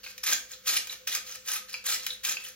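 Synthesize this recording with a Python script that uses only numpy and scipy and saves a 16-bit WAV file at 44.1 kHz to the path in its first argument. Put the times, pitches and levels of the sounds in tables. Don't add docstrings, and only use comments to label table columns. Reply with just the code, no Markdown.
import sys
import numpy as np
from scipy import signal
from scipy.fft import rfft, irfft
from scipy.io import wavfile
from scipy.ndimage import uniform_filter1d

SR = 44100
rng = np.random.default_rng(int(sys.argv[2]) if len(sys.argv) > 2 else 0)


def persist_wave(psi):
    counts = np.round(np.clip(psi, -1, 1) * 32767).astype(np.int16)
    wavfile.write(sys.argv[1], SR, np.atleast_2d(counts).T)


def boost(x):
    u = np.asarray(x, float) / 20
    return 10 ** u


N = 112454

# start t/s, rise t/s, hold t/s, level/dB
STROKES = [(0.03, 0.0033, 0.078, -49), (0.23, 0.0028, 0.056, -39), (0.259, 0.0036, 0.078, -29.5),
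           (0.461, 0.052, 0.022, -43.5), (0.628, 0.042, 0.0088, -40), (0.663, 0.011, 0.1, -29),
           (0.863, 0.049, 0.016, -39.5), (1.068, 0.0059, 0.011, -31), (1.087, 0.039, 0.035, -31.5),
           (1.234, 0.039, 0.085, -45.5), (1.436, 0.05, 0.079, -33.5), (1.667, 0.031, 0.065, -47.5),
           (1.838, 0.0033, 0.0092, -39), (1.852, 0.01, 0.092, -31), (1.985, .01, 0.058, -48),
           (2.056, 0.011, 0.081, -49), (2.227, 0.016, 0.082, -32.5), (2.382, 0.02, 0.021, -48),
           (2.423, 0.016, 0.054, -45.5)]
# t/s, peak level/dB
CRACKS = [(0.179, -32.5), (0.2376, -23.5), (0.2663, -21.5), (0.2866, -21), (0.6779, -22), (0.7557, -27.5),
          (0.8711, -31.5), (0.9076, -40), (1.0758, -32), (1.1498, -19), (1.4835, -26), (1.5626, -31),
          (1.8649, -25), (1.9032, -25), (2.0645, -20), (2.2494, -20.5), (2.303, -45)]
# t/s, peak level/dB, pitch f/Hz, upper tone level/dB
KNOCKS = [(.040, -35.5, 2550, 3), (0.063, -32.5, 2460, -6), (0.534, -39, 3650, -7), (.896, -29, 3880, -6),
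          (1.077, -38, 2480, -12), (1.741, -22.5, 2530, 1), (1.874, -27, 4130, -13),
          (1.997, -33, 3930, -11), (2.068, -31, 2300, 5), (2.104, -24.5, 3920, -21),
          (2.249, -30, 2600, -5.5), (2.369, -24, 2610, -1.5), (2.449, -37, 3030, -8)]
# ratio to pitch, level/dB
CAP_TONES = [(0.719, -5), (0.861, 2), (1.001, 10), (1.13, -11)]
# f/Hz, level/dB
RATTLE_COLOUR = [(300, -27), (900, -14.5), (1300, -8.5), (2500, -3), (5500, 0), (8500, -2), (12000, 0),
                 (16000, -6)]
# f/Hz, width f/Hz, level/dB
JAR_TONES = [(1261, 32.5, 0), (1580, 51, -6.5), (1772, 147, -8.5), (1990, 30, -16), (2385, 120, -9),
             (3370, 99, -16.5), (5060, 99, -23.5), (6270, 450, -13.5)]
# f/Hz, width f/Hz, level/dB
BODY_TONES = [(253, 31, -34.5), (379, 10, -34), (390, 13, -49.5), (637, 270, -36)]
# f/Hz, level/dB
HUM = [(51, -73), (100, -76), (200, -72.5)]
# f/Hz, level/dB
HISS_COLOUR = [(18, -40), (30, 0.5), (166, -14), (315, -21.5), (520, -8), (748, -30.5), (1480, -10),
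               (1630, -13.5), (7000, -12), (9100, -62), (15400, -120)]
# 0 middle or 1 side, low f/Hz, high f/Hz, share of time
WEAK_BANDS = [(0, 7200, 7700, .15), (0, 7700, 8300, .7), (0, 8300, 10000, 1), (0, 10000, 10400, .6),
              (0, 10400, 11000, .2), (0, 15300, 16000, .2), (1, 11300, 11800, .15), (1, 11800, 12500, .6),
              (1, 12500, 17000, 1)]

RELEASE_T60_S, BODY_LAG_S = 0.081, 0.0161
GRAINS_PER_S, GRAIN_SPREAD_DB, SMOOTH_DB = 5000, 2, -5.5
CLUMP_DB, CLUMP_RATE_HZ = 2.5, 44
COARSE_PER_S, COARSE_SPREAD_DB, COARSE_CYCLES, COARSE_DB = 900, 4.5, 32, -3.5
PATCH_DB, PATCH_RATE_HZ = 2.5, 10.2
CRACK_T60_S, CRACK_RISE_S = 0.022, 0.0011
KNOCK_T60_S, CAP_WIDTH_HZ, UPPER_RATIO, UPPER_WIDTH_HZ = 0.029, 330, 1.75, 800
ROOM_T60_S, ROOM_HIGH_T60_S, EARLY_DB = 0.35, 0.29, -11.5
ROOM_DB, WIDE_DB, WIDE_CUT_HZ = -7.5, -2.5, 9000
FRIDGE_HZ, FRIDGE_DB = 511.5, -62
THROB_HZ, THROB_DEPTH, THROB_PEAK_S = 8.3, 1, 0.074
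HISS_DB, RIGHT_LAG_S = -57.5, 5.4e-5
CUTOFF_HZ, LOW_CUT_HZ = 15900, 42
ONSET_RISE_DB, ONSET_SPAN_S = 11, 0.02
FRAME, GRID = 1024, 824


def rattle():
    born = rng.random(N) < GRAINS_PER_S / SR
    sizes = boost(GRAIN_SPREAD_DB * np.minimum(rng.exponential(1, N), 5)) * rng.choice([-1, 1], N)
    fine = rms_one(born * sizes) + boost(SMOOTH_DB) * rng.standard_normal(N)
    clumps = boost(CLUMP_DB * drift(CLUMP_RATE_HZ))
    grains = (fine + boost(COARSE_DB) * coarse_grains()) * clumps

    hits = rms_one(grains) * strokes(lag_s=0) + cracks()
    scale = rms_one(shaped(grains, RATTLE_COLOUR)).std() / shaped(rms_one(grains), RATTLE_COLOUR).std()
    wall = sum(boost(db + 7) * resonate(hits, hz, width) for hz, width, db in JAR_TONES)
    bright = scale * shaped(hits + wall, RATTLE_COLOUR)

    late = rms_one(grains) * strokes(lag_s=BODY_LAG_S)
    body = sum(boost(db + 23.5) * resonate(late, hz, width) for hz, width, db in BODY_TONES)
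    return boost(2) * bright + body


def strokes(lag_s):
    t = np.arange(N) / SR - lag_s
    power = 1e-14
    for start, rise, hold, level_db in STROKES:
        up = np.clip((t - start) / max(rise, 1e-3), 0, 1) ** 2
        since_hold = np.maximum(t - start - rise - hold, 0)
        power = power + (up * boost(level_db - 60 * since_hold / RELEASE_T60_S)) ** 2
    return np.sqrt(power)


def coarse_grains():
    born = rng.random(N) < COARSE_PER_S / SR
    spread = boost(COARSE_SPREAD_DB * np.minimum(rng.exponential(1, N), 4))
    sizes = born * spread * rng.choice([-1, 1], N)
    pitch_of = rng.integers(0, 20, N)
    total = np.zeros(N)
    for k, hz in enumerate(np.geomspace(1100, 11000, 20)):
        patch = sizes * (pitch_of == k) * boost(PATCH_DB * drift(PATCH_RATE_HZ))
        ring = resonate(patch + 1e-18, hz, 1.73 * hz / COARSE_CYCLES)
        total += rms_one(ring) * np.sqrt(hz / 3000)
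    return rms_one(total)


def cracks():
    size = 900
    out, t = np.zeros(N + size), np.arange(size) / SR
    for start, db in CRACKS:
        burst = rng.standard_normal(size) * np.minimum(t / CRACK_RISE_S, 1)
        i = int(start * SR)
        out[i:i + size] += boost(db + 1 - 60 * t / CRACK_T60_S) * burst
    return out[:N]


def knocks():
    size = 3000
    out, t = np.zeros(N + size), np.arange(size) / SR
    for start, db, hz, upper_db in KNOCKS:
        scuff = rng.standard_normal(size) * boost(-60 * t / KNOCK_T60_S)
        ring = np.zeros(size)
        for k, (ratio, tone_db) in enumerate(CAP_TONES):
            ring += boost(tone_db) * resonate(scuff, hz * ratio, CAP_WIDTH_HZ) * (-1) ** k
        upper_hz = hz * UPPER_RATIO
        upper = resonate(scuff, upper_hz, UPPER_WIDTH_HZ)
        ring += boost(upper_db) * resonate(upper, upper_hz, 2 * UPPER_WIDTH_HZ)
        i = int(start * SR)
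        out[i:i + size] += boost(db + 2) * ring / np.abs(ring).max()
    return out[:N]


def kitchen(x, room_db):
    t = np.arange(SR // 2) / SR
    echoes = (rng.random(len(t)) < 0.02) * (t < 0.03)
    noise = rng.standard_normal(len(t)) * (t > 0.002) * (1 + boost(EARLY_DB) * 9 * echoes)
    low = signal.sosfilt(signal.butter(1, 4000, fs=SR, output="sos"), noise)
    tail = low * boost(-60 * t / ROOM_T60_S) + (noise - low) * boost(-60 * t / ROOM_HIGH_T60_S)
    return boost(room_db) * signal.fftconvolve(x, tail / np.sqrt(np.sum(tail ** 2)))[:N]


def appliances():
    t = np.arange(N) / SR
    hum = sum(boost(db + 2.0 * drift(4.5)) * np.sin(2 * np.pi * hz * t) for hz, db in HUM)
    swing = np.cos(2 * np.pi * THROB_HZ * (t - THROB_PEAK_S))
    throb = np.sqrt(1 + np.clip(THROB_DEPTH, 0, 1) * swing)
    fridge = boost(FRIDGE_DB + 2.1 * drift(5.1)) * throb * np.sin(2 * np.pi * FRIDGE_HZ * t)
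    return hum + fridge


def background_hiss():
    colour = HISS_COLOUR[:-1] + [(7000, -20), (16000, -13.5)]
    return boost(HISS_DB) * rms_one(shaped(rng.standard_normal((3, N)), colour))


def shaped(x, points):
    hz = np.fft.rfftfreq(x.shape[-1], 1 / SR) + 1
    p = np.array(points)
    gain = boost(np.interp(np.log(hz), np.log(p[:, 0]), p[:, 1]))
    return irfft(rfft(x) * gain, x.shape[-1])


def rms_one(x):
    return x / np.sqrt(np.mean(x ** 2) + 1e-20)


def resonate(x, hz, width):
    r = np.exp(-np.pi * width / SR)
    feedback = [1, -2 * r * np.cos(2 * np.pi * hz / SR), r * r]
    return signal.lfilter([(1 - r * r) / 2, 0, (r * r - 1) / 2], feedback, x)


def drift(rate_hz):
    r = np.exp(-2 * np.pi * rate_hz / SR)
    return rms_one(signal.lfilter([1], [1, -2 * r, r * r], rng.standard_normal(N + SR))[SR:])


def scene():
    jar, hum, hiss = rattle() + knocks(), appliances(), background_hiss()
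    near = jar + kitchen(jar, ROOM_DB) + hiss[0]
    wide = np.array([kitchen(jar, WIDE_DB), kitchen(jar, WIDE_DB)]) + boost(-0.5) * hiss[1:]
    wide = signal.sosfilt(signal.butter(2, WIDE_CUT_HZ, fs=SR, output="sos"), wide)
    delay = np.exp(-2j * np.pi * np.fft.rfftfreq(N, 1 / SR) * RIGHT_LAG_S)
    left = near + hum
    right = irfft(rfft(near) * delay, N) + boost(0.5) * np.roll(hum, 14)
    return np.array([left, right]) + wide


def roll_off(x):
    return signal.sosfilt(signal.butter(12, 16970, fs=SR, output="sos"), x)


def record(dry):
    hz, span = np.fft.rfftfreq(N, 1 / SR), int(ONSET_SPAN_S * SR)
    limits = (hz < CUTOFF_HZ) / (1 + (LOW_CUT_HZ / (hz + 1)) ** 4)
    pair = rfft([dry[0] + dry[1], dry[0] - dry[1]]) / 2 * limits

    level_db = 10 * np.log10(uniform_filter1d(np.sum(dry ** 2, axis=0), size=300) + 1e-14)
    rise_db = np.roll(level_db, -span // 2) - np.roll(level_db, span // 2)
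    steady = rise_db < ONSET_RISE_DB

    out = irfft(pair, N)
    frame_of = (np.arange(N) + FRAME - GRID) // FRAME
    luck = uniform_filter1d(rng.standard_normal((len(WEAK_BANDS), N // FRAME + 2)), size=3)
    for (k, low, high, share), z in zip(WEAK_BANDS, luck):
        dropped = (z <= np.quantile(z, share))[frame_of] & steady
        band = irfft(pair[k] * (hz > low) * (hz <= high), N)
        out[k] -= band * uniform_filter1d(dropped * 1.0, size=128)
    mix = np.array([out[0] + out[1], out[0] - out[1]])
    return roll_off(mix)


dry = scene()
out = record(dry)
persist_wave(out)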